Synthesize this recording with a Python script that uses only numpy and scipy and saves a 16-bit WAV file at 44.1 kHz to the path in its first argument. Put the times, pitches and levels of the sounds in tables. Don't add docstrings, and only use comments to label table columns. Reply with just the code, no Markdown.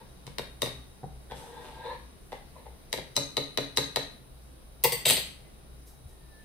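import sys
import numpy as np
from scipy import signal
from scipy.io import wavfile

SR = 44100
rng = np.random.default_rng(int(sys.argv[2]) if len(sys.argv) > 2 else 0)


def inscribe(sig):
    pcm = np.round(np.clip(np.atleast_2d(sig).T, -1, 1) * 32767)
    wavfile.write(sys.argv[1], SR, pcm.astype(np.int16))


def nominal_scale(level):
    x = np.asarray(level, float) / 20
    return 10 ** x


N = 284004

BAND_EDGES_HZ = np.geomspace(20, 18000, 28)

# freq_hz, level_db_per_hz
AIR_SPECTRUM = [(12, -39), (20, -39.5), (65, 5.5), (91, -19), (131, -4.5), (200, -9.5), (670, -17),
                (1470, -24.5), (1690, -26.5), (2060, -27), (3940, -29), (7100, -31), (9410, -41.5),
                (15200, -28), (16500, -36)]
# freq_hz, left_right_likeness
AIR_LIKENESS = [(60, 1), (95, -0.52), (150, 1), (240, -0.18), (380, 0.37), (600, 0.3), (950, -0.27),
                (1500, -0.071), (2380, -0.22), (3770, 0.16), (5980, -0.59), (9470, 1), (15000, -0.038)]
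# freq_hz, left_minus_right_db
AIR_BALANCE = [(60, 4), (240, 0.5), (950, 0), (3770, 2.5), (15000, -1)]
# freq_hz, width_hz, rms_db, left_right_likeness
HUMS = [(28.9, 18, -59, 1), (59.83, 3.9, -57, 1), (127.2, 15, -64, 0.88), (3856, 150, -73.5, 0.53),
        (9274, 280, -70.5, 0.85), (9840, 510, -74, 1), (10450, 930, -72, 1)]
# start_s, level_db
SLOSH = [(0.0, -11), (1.49, -5), (5.04, -1.5)]
# start_s, level_db
RUSTLE = [(4.42, -64), (5.876, -48), (6.09, -56)]

# freq_hz, t60_s
ROOM_T60 = [(100, 0.78), (400, 0.32), (1500, 0.5), (4000, 0.43), (9000, 0.37), (16000, 0.12)]
# freq_hz, left_right_likeness
ROOM_LIKENESS = [(100, 0.4), (400, 0.88), (1500, 0.011), (4000, 0.1), (7000, -0.066), (9500, 0.63),
                 (12500, 0.97), (15000, -1.6)]
# delay_s, level_db
ECHOES = [(.008, 2.5), (0.014, -10.5), (0.033, -24)]

# start_s, level_db
WHINE_SWELLS = [(5.47, -67), (5.92, -75), (6.13, -70), (6.22, -71), (6.33, -61), (6.41, -65)]
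# start_s, peak_db
FOOTFALLS = [(6.054, -40)]

# freq_hz, level_db, t60_s
SPOON_MODES = [(4549, -9, .3), (4712, -12, .3), (6105, -15, .25), (7540, -14, .25), (8091, -3, .25),
               (8204, -10, .2), (8900, -2.5, .28), (11180, -2, .27), (11260, -10, .3), (11552, -9, .32),
               (12130, -22, .22), (12550, -7, .4), (13104, -8, .28), (14260, -5, .2), (14326, -3, .3),
               (15500, -12, .1)]
# freq_hz, level_db, t60_s
COUNTER_MODES = [(466, -8.5, 0.17), (478, -5.5, 0.14), (1973, -11, 0.25), (2025, -3.5, 0.15),
                 (3050, -12, 0.08)]
# start_s, peak_db, thud_below_2500_hz_db, edge_above_7000_hz_db, ring_db
DROPS = [
    (4.8374, -14, -16.5, 0, -21),
    (4.8422, -5.5, -14, -22.5, 2),
    (4.9208, -11.5, -19, -18.5, 4.5),
]
# freq_hz, level_db_per_hz
DROP_CRACK = [(59, -40), (100, -16), (135, -3), (279, -21), (460, -4), (750, -11.5), (1030, -3),
              (1360, -70), (2040, 2), (2700, -10.5), (3970, 0), (7070, -19), (7860, 6), (10600, -22),
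              (14300, -9), (16600, 4)]
# start_s, peak_db, thud_below_2500_hz_db, edge_above_7000_hz_db
LANDINGS = [(5.0533, -12.5, -17, 1), (5.0703, -15.5, -32, -2), (5.0794, -11.5, -19.5, 7.5),
            (5.0904, -22, -12, 8), (5.0964, -34, -30, 7), (5.1128, -18.5, -14, -5), (5.1664, -16, -17.5, 2)]
# freq_hz, level_db_per_hz
COUNTER_CRACK = [(59, -32), (100, -3), (256, -5), (541, -0.5), (1090, -8.5), (1350, -12), (2200, 0),
                 (2900, 4.5), (4580, 7), (5550, -18), (7810, 7.5), (9670, -34), (14200, -9), (15500, -29),
                 (16500, -43)]
# start_s, level_db, hold_s
CHATTER = [(5.052, -24.5, 0.04), (5.082, -32, 0.084)]

# freq_hz, width_hz, level_db
PAN_FLOOR = [(447, 75.5, 0), (855, 127, -1.5), (1531, 42, -3), (1720, 460, -15.5), (2470, 20, -22),
             (3430, 270, -14), (3840, 400, -21.5)]
# freq_hz, level_db_per_hz
GRIT = [(710, 2), (1200, -5), (1560, -7), (2250, -6), (3510, -4.5), (7100, -21), (7740, -16),
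        (12700, -29.5), (16000, -18)]
# start_s, pressure_db, pitch_hz
DRAG = [(1.3, -44.5, 829), (1.316, -47, 834), (1.352, -58, 840.4), (1.52, -52.5, 874),
        (1.784, -53.5, 881.6), (1.84, -43, 891), (1.93, -44, 965), (2.06, -116, 1051)]
# start_s, level_db, pitch_hz
NUDGES = [(0.0, -55, 894), (2.575, -56.5, 983), (2.673, -65, 842)]
# start_s, grit_db, hiss_db
SLIPS = [(0.102, -83, -85), (1.306, -72, -75), (1.358, -53, -59), (1.61, -49, -68), (1.838, -73, -90)]
# start_s, ring_peak_db, tick_peak_db,
# thud_peak_db, pitch_hz
KNOCKS = [(.268, -56, -50.5, -37.5, 944), (1.031, -35, -71, -34.5, 753), (1.311, -47, -40.5, -45.5, 802),
          (2.32, -40, -38.5, -56, 816), (2.555, -46.5, -74, -57, 1006), (2.657, -45.5, -57, -58, 827)]
# pitch_ratio, width_hz, level_db, share_of_tick_hardness
KNOCK_PARTS = [(0.6, 191, -2.5, 0.12), (1, 125, -2, 0.12), (1.95, 171.5, -15, 0.28),
               (2.5, 149, -5, 0.67), (4.15, 200, -12, 0.9), (4.75, 200, -22, 0.65)]

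# freq_hz, level_db, t60_s
RIM_MODES = [(127.5, -20.5, 1), (280, -17.5, 0.95), (436.5, -21.5, 0.91), (488, -19, 0.53),
             (562.5, -12, 0.36), (1214, -14.5, 0.18), (2093, -14, 0.2), (2460, -10, 0.037),
             (3932, -14, 0.3), (4080, -16, 0.12), (3940, 3.5, 0.075), (4007, -10, 0.47), (3800, -45, 0.068),
             (5100, -34, 0.042), (5420, -13.5, 0.076), (6350, -45, 0.11), (6370, -11.5, 0.16),
             (6680, -31, 0.1), (7700, -15, 0.035)]
# freq_hz, level_db_per_hz
RIM_CRACK = [(59, -24), (130, -9), (300, -11.5), (471, -2.5), (1200, -16.5), (1420, -20.5), (2040, -8.5),
             (2580, -21), (3400, -11), (3940, -5.5), (4980, -22.5), (6150, -20.5), (6990, -25.5),
             (8110, -21.5), (13800, -36.5), (16000, -35)]
# start_s, peak_db, thud_below_700_hz_db, edge_above_5000_hz_db, ring_db
RIM_TAPS = [
    (0.3839, -19, -27.5, -17.5, -12),
    (0.62, -16.5, -26.5, -11.5, -5.5),
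    (2.9289, -16, -30, -14, -18),
    (3.1659, -17, -27.5, -7, -2.5),
    (3.3693, -15.5, -28, -17, -4),
    (3.5749, -14, -26.5, -17, -7.5),
    (3.7729, -12.5, -29.5, -12, -4.5),
    (3.9604, -14, -28.5, -14.5, -8.5),
]
# start_s, peak_db, thud_db, edge_db, ring_db
REBOUNDS = [
    (0.66, -25.5, -10, 0, -11),
    (2.976, -29, -3, -1, -19),
    (0.2675, -37, -15, 8, -7),
]
# start_s, level_db
GRAZES = [(0.62, -46), (2.928, -52), (3.1684, -26.5), (3.771, -33.5), (4.838, -37.5)]


def rms_one(x):
    return x / np.sqrt(np.mean(x ** 2) + 1e-30)


def curve(rows, column, rest):
    rows = np.array(rows)
    return np.interp(np.arange(N) / SR, rows[:, 0], rows[:, column], left=rest, right=rest)


def at_hz(points, hz):
    freq_hz, value = np.transpose(points)
    return np.interp(np.log(hz), np.log(freq_hz), value)


def bandpass(x, low_hz, high_hz):
    return signal.sosfilt(signal.butter(2, [low_hz, high_hz], "band", fs=SR, output="sos"), x)


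def bands(x):
    for k, (low_hz, high_hz) in enumerate(zip(BAND_EDGES_HZ, BAND_EDGES_HZ[1:])):
        yield np.sqrt(low_hz * high_hz), bandpass(x[k % 2], low_hz, high_hz)


def spread(mid, side, alike):
    alike = np.clip(alike, -1, 1)
    return np.sqrt(1 + alike) * mid + np.sqrt(1 - alike) * side * [[1], [-1]]


def drift(rate_hz):
    knots = rng.standard_normal(int(N / SR * rate_hz) + 2)
    return np.interp(np.arange(N) / SR * rate_hz, np.arange(len(knots)), knots)


def swells(times_s, levels_db, rise_s, fall_db_s, hold_s=0):
    steps = np.arange(0, N + 16, 16)
    since_s = steps / SR - np.reshape(times_s, (-1, 1))
    past_s = np.clip(since_s - np.reshape(hold_s, (-1, 1)), 0, None)
    shapes = np.clip(1 + since_s / rise_s, 0, 1) ** 2 * nominal_scale(-fall_db_s * past_s)
    return np.interp(np.arange(N), steps, nominal_scale(levels_db) @ shapes)


def resonance(x, hz, width_hz):
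    r = np.exp(-np.pi * width_hz / SR)
    zeros = np.array([1, 0, -1]) * (1 - r * r) / 2
    poles = [1, -2 * r * np.cos(2 * np.pi * hz / SR), r * r]
    return signal.lfilter(zeros, poles, x + 1e-18)


def double_resonance(x, hz, width_hz):
    return resonance(resonance(x, hz, width_hz), hz, width_hz)


def clicks(times_s, gains):
    out = np.zeros(N)
    out[np.round(np.array(times_s) * SR).astype(int)] = gains
    return out


def grains(per_s, uneven_db):
    sizes = nominal_scale(uneven_db * np.minimum(rng.exponential(1, N), 5)) * rng.choice([-1, 1], N)
    return rms_one(sizes * (rng.random(N) < per_s / SR))


def coloured(x, spectrum):
    click = (np.arange(5000) == 0) + 1e-18
    response = sum(nominal_scale(at_hz(spectrum, hz)) * band for hz, band in bands([1. * click, -1. * click]))
    return signal.fftconvolve(x, response)[:len(x)]


def blows(table, modes, crack, split_hz, crack_s, crack_db, ring_db, damping, snap_db, impact):
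    table, out, t = np.array(table), np.zeros((2, N)), np.arange(SR // 3) / SR
    hz, level_db, t60_s = np.transpose(modes)
    mean_thud_db, mean_edge_db = table[:, 2].mean(), table[:, 3].mean()
    for start_s, peak_db, thud_db, edge_db, own_db, *ring_hz in table:
        lean = [(split_hz[0] * 0.8, thud_db - mean_thud_db), (split_hz[0] * 1.25, 0),
                (split_hz[1] * 0.8, 0), (split_hz[1] * 1.15, edge_db - mean_edge_db)]
        tinted = [(f, db + at_hz(lean, f)) for f, db in crack]
        burst = rng.standard_normal(len(t)) * np.exp(-t / crack_s) * np.clip(t / 0.0031, 0, 1)
        burst = 0.63 * burst / np.sqrt(np.sum(burst ** 2))
        burst[20] += impact
        contact = nominal_scale(crack_db) * coloured(burst, tinted)

        pitch_hz = (hz * (ring_hz[0] / 4010 if ring_hz else 1))[:, None]
        mode_db = rng.normal(0, 1.04, len(hz))
        gains = nominal_scale(level_db + mode_db + at_hz(lean, hz) + ring_db + own_db)
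        decay = nominal_scale(-60 * t / (damping * t60_s[:, None]))
        build = 1 - np.exp(-t * pitch_hz)
        rings = gains @ (np.sin(2 * np.pi * pitch_hz * t) * decay * build)

        snap = nominal_scale(snap_db) * np.diff(contact, prepend=0)
        i = round(start_s * SR)
        out[:, i:i + len(t)] += nominal_scale(peak_db) * np.array([contact + rings, contact + rings + snap])
    return out


def air():
    out, together = 0, drift(2.38)
    slosh = swells(*np.transpose(SLOSH), rise_s=0.32, fall_db_s=47.5)
    murmur_db = 1 + 20 * np.log10(1 + slosh)
    for hz, (mid, side) in bands(rng.standard_normal((2, 2, N))):
        lean_db = at_hz(AIR_BALANCE, hz) / 2 * np.array([[1], [-1]])
        wander_db = 0.7 * together + 1.2 * drift(9.6)
        gain = nominal_scale(at_hz(AIR_SPECTRUM, hz) + wander_db + murmur_db * (200 < hz < 5000) + lean_db)
        out = out + gain * spread(mid, side, at_hz(AIR_LIKENESS, hz))
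    out = nominal_scale(-53) * rms_one(out)
    for hz, width_hz, level_db, alike in HUMS:
        mid, side = double_resonance(rng.standard_normal((2, N)), hz, width_hz)
        out = out + nominal_scale(level_db) * rms_one(spread(mid, side, alike))
    sleeve = rms_one(bandpass(rng.standard_normal(N), 4500, 15000))
    return out + sleeve * nominal_scale(-9) * swells(*np.transpose(RUSTLE), rise_s=0.027, fall_db_s=146)


def kitchen():
    t, tail = np.arange(SR // 2) / SR, 0
    for hz, (mid, side) in bands(rng.standard_normal((2, 2, len(t)))):
        tail = tail + spread(mid, side, at_hz(ROOM_LIKENESS, hz)) * nominal_scale(-60 * t / at_hz(ROOM_T60, hz))
    returns = 1 + sum(nominal_scale(db + 12.5) * np.exp(-((t - s) / 0.00024) ** 2) for s, db in ECHOES)
    tail = tail * returns * np.clip(t / 0.007, 0, 1)
    return tail / np.sqrt(np.sum(tail ** 2) / 2)


def whine():
    sinking_hz = 1920 - 280 * (np.arange(N) / SR - 5.8)
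    phase = 2 * np.pi * np.cumsum(sinking_hz * (1 + 0.009 * drift(40))) / SR
    gain = swells(*np.transpose(WHINE_SWELLS), rise_s=0.046, fall_db_s=130)
    return np.sin(phase) * gain * nominal_scale(4 * drift(25))


def footfall():
    start_s, peak_db = np.transpose(FOOTFALLS)
    push = np.convolve(clicks(start_s, nominal_scale(peak_db + 6.5)), np.hanning(300))[:N]
    return nominal_scale(26) * resonance(push, 71, 32) * 0.078


def spoon_down():
    start_s, chatter_db, hold_s = np.transpose(CHATTER)
    touches = grains(600, uneven_db=5) * swells(start_s, chatter_db, 0.0023, 400, hold_s)
    sing = sum(nominal_scale(level_db) * resonance(touches, hz, 2.3 / (0.26 * t60_s))
               for hz, level_db, t60_s in SPOON_MODES)
    drops = blows(DROPS, SPOON_MODES + COUNTER_MODES, DROP_CRACK, (2500, 7000), crack_s=0.0026,
                  crack_db=18.5, ring_db=-19.5, damping=0.46, snap_db=-9, impact=0.28)
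    rocks = blows([(*row, 0) for row in LANDINGS], SPOON_MODES, COUNTER_CRACK, (2500, 7000), crack_s=0.0031,
                  crack_db=15, ring_db=-22, damping=0.58, snap_db=-30, impact=0.071)
    rattle = rocks + nominal_scale(-4.5) * coloured(touches, COUNTER_CRACK)
    rattle = rattle - resonance(rattle, 5600, 1000)
    return drops + rattle + nominal_scale(15) * sing


def pan_floor(x):
    still = sum((-1) ** k * nominal_scale(level_db) * double_resonance(x, hz, 1.1 * width_hz)
                for k, (hz, width_hz, level_db) in enumerate(PAN_FLOOR))
    speed = curve(sorted(DRAG + NUDGES), 2, 845) / 845
    return np.interp(np.cumsum(speed) % (N - 1), np.arange(N), still)


def scraping():
    pressure_db = curve(DRAG, 1, -200)
    nudge_s, nudge_db, _ = np.transpose(NUDGES)
    slip_s, grit_db, hiss_db = np.transpose(SLIPS)
    rub = nominal_scale(pressure_db) + swells(nudge_s, nudge_db, rise_s=0.026, fall_db_s=350)
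    steady_grit = nominal_scale(-59.5 + 0.74 * (pressure_db + 52))
    rasp = steady_grit + swells(slip_s, grit_db, rise_s=0.02, fall_db_s=121)
    scrape = rms_one(pan_floor(grains(900, uneven_db=0.5))) * rub * nominal_scale(-4 + 2 * drift(40))
    grit = rms_one(coloured(grains(4000, uneven_db=7.5), GRIT)) * rasp * nominal_scale(-5.5 + 0.23 * drift(30))
    airy = rms_one(bandpass(grains(8600, uneven_db=2), 5000, 11000))
    return scrape + grit + airy * swells(slip_s, hiss_db, rise_s=0.02, fall_db_s=80)


def floor_knocks():
    start_s, peak_db, tick_db, thud_db, pitch_hz = np.transpose(KNOCKS)
    knocks, touch = np.zeros(N), np.pad(np.hanning(16), (0, 4000))
    for at_s, level_db, hard_db, hz in zip(start_s, peak_db, tick_db - peak_db, pitch_hz):
        for ratio, width_hz, part_db, hardness in KNOCK_PARTS:
            ring = double_resonance(touch, ratio * hz, width_hz)
            ring = ring / np.abs(ring).max()
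            i = round(at_s * SR)
            knocks[i:i + len(ring)] += nominal_scale(level_db + part_db + hardness * hard_db) * ring
    ticks = coloured(clicks(start_s, nominal_scale(tick_db + 26)), GRIT)
    push = np.convolve(clicks(start_s, nominal_scale(thud_db + 8)), np.hanning(100))[:N]
    return knocks + ticks + resonance(push, 135, 50)


def grazes():
    start_s, peak_db, _, edge_db, _ = np.transpose(RIM_TAPS)
    grit = grains(3000, uneven_db=6.5)
    brush = rms_one(bandpass(grit, 3500, 8500))
    buzz = rms_one(bandpass(grit, 4600, 14000))
    brush_gain = swells(*np.transpose(GRAZES), rise_s=0.018, fall_db_s=3000)
    buzz_gain = swells(start_s + 0.0029, peak_db + edge_db - 15, rise_s=0.007, fall_db_s=346)
    return brush * brush_gain + buzz * buzz_gain


def pitched(taps):
    wet_hz, dry_hz, shaken_dry_s = 3834, 4023, 1.5
    return [(*tap, wet_hz if tap[0] < shaken_dry_s else dry_hz) for tap in taps]


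def rim_taps():
    split_hz = (700, 4700)
    taps = blows(pitched(RIM_TAPS), RIM_MODES, RIM_CRACK, split_hz, crack_s=0.0016,
                 crack_db=26, ring_db=-3, damping=0.36, snap_db=6, impact=1.05)
    light = blows(pitched(REBOUNDS), RIM_MODES, RIM_CRACK, split_hz, crack_s=0.0032,
                  crack_db=30, ring_db=-21, damping=0.56, snap_db=-1.5, impact=0.99)
    return taps + grazes() + light


def placed(x, pan_db, lag_s):
    late = np.interp(np.arange(N) - lag_s * SR, np.arange(N), x)
    return np.array([late * nominal_scale(pan_db / 2), x * nominal_scale(-pan_db / 2)])


def scene():
    background = air() + whine() + footfall()
    spoon, stir, taps = spoon_down(), scraping() + floor_knocks(), rim_taps()
    direct = (placed(taps[1], pan_db=3, lag_s=-0.001005) + placed(stir, pan_db=-2.5, lag_s=-0.000096)
              + placed(spoon[1], pan_db=3, lag_s=-0.000015))
    send = nominal_scale(-0.5) * taps[0] + nominal_scale(4) * stir + nominal_scale(1.5) * spoon[0]
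    wet = (
        signal.fftconvolve(np.array([send, send]), kitchen(), axes=1)[:, :N] * nominal_scale([[1.2], [-1.2]]))
    return direct + wet + background


def top_cut(x):
    return signal.sosfilt(signal.butter(12, 16780, fs=SR, output="sos"), x)


def record(dry):
    notch_hz, width_hz = 7020, 540
    x = dry - 0.98 * resonance(dry, notch_hz, width_hz)
    x = x - 0.86 * resonance(x, notch_hz, width_hz / 2)
    x = signal.sosfilt(signal.cheby2(12, 70, 16800, fs=SR, output="sos"), x)
    return top_cut(x)


dry = scene()
out = record(dry)
inscribe(out)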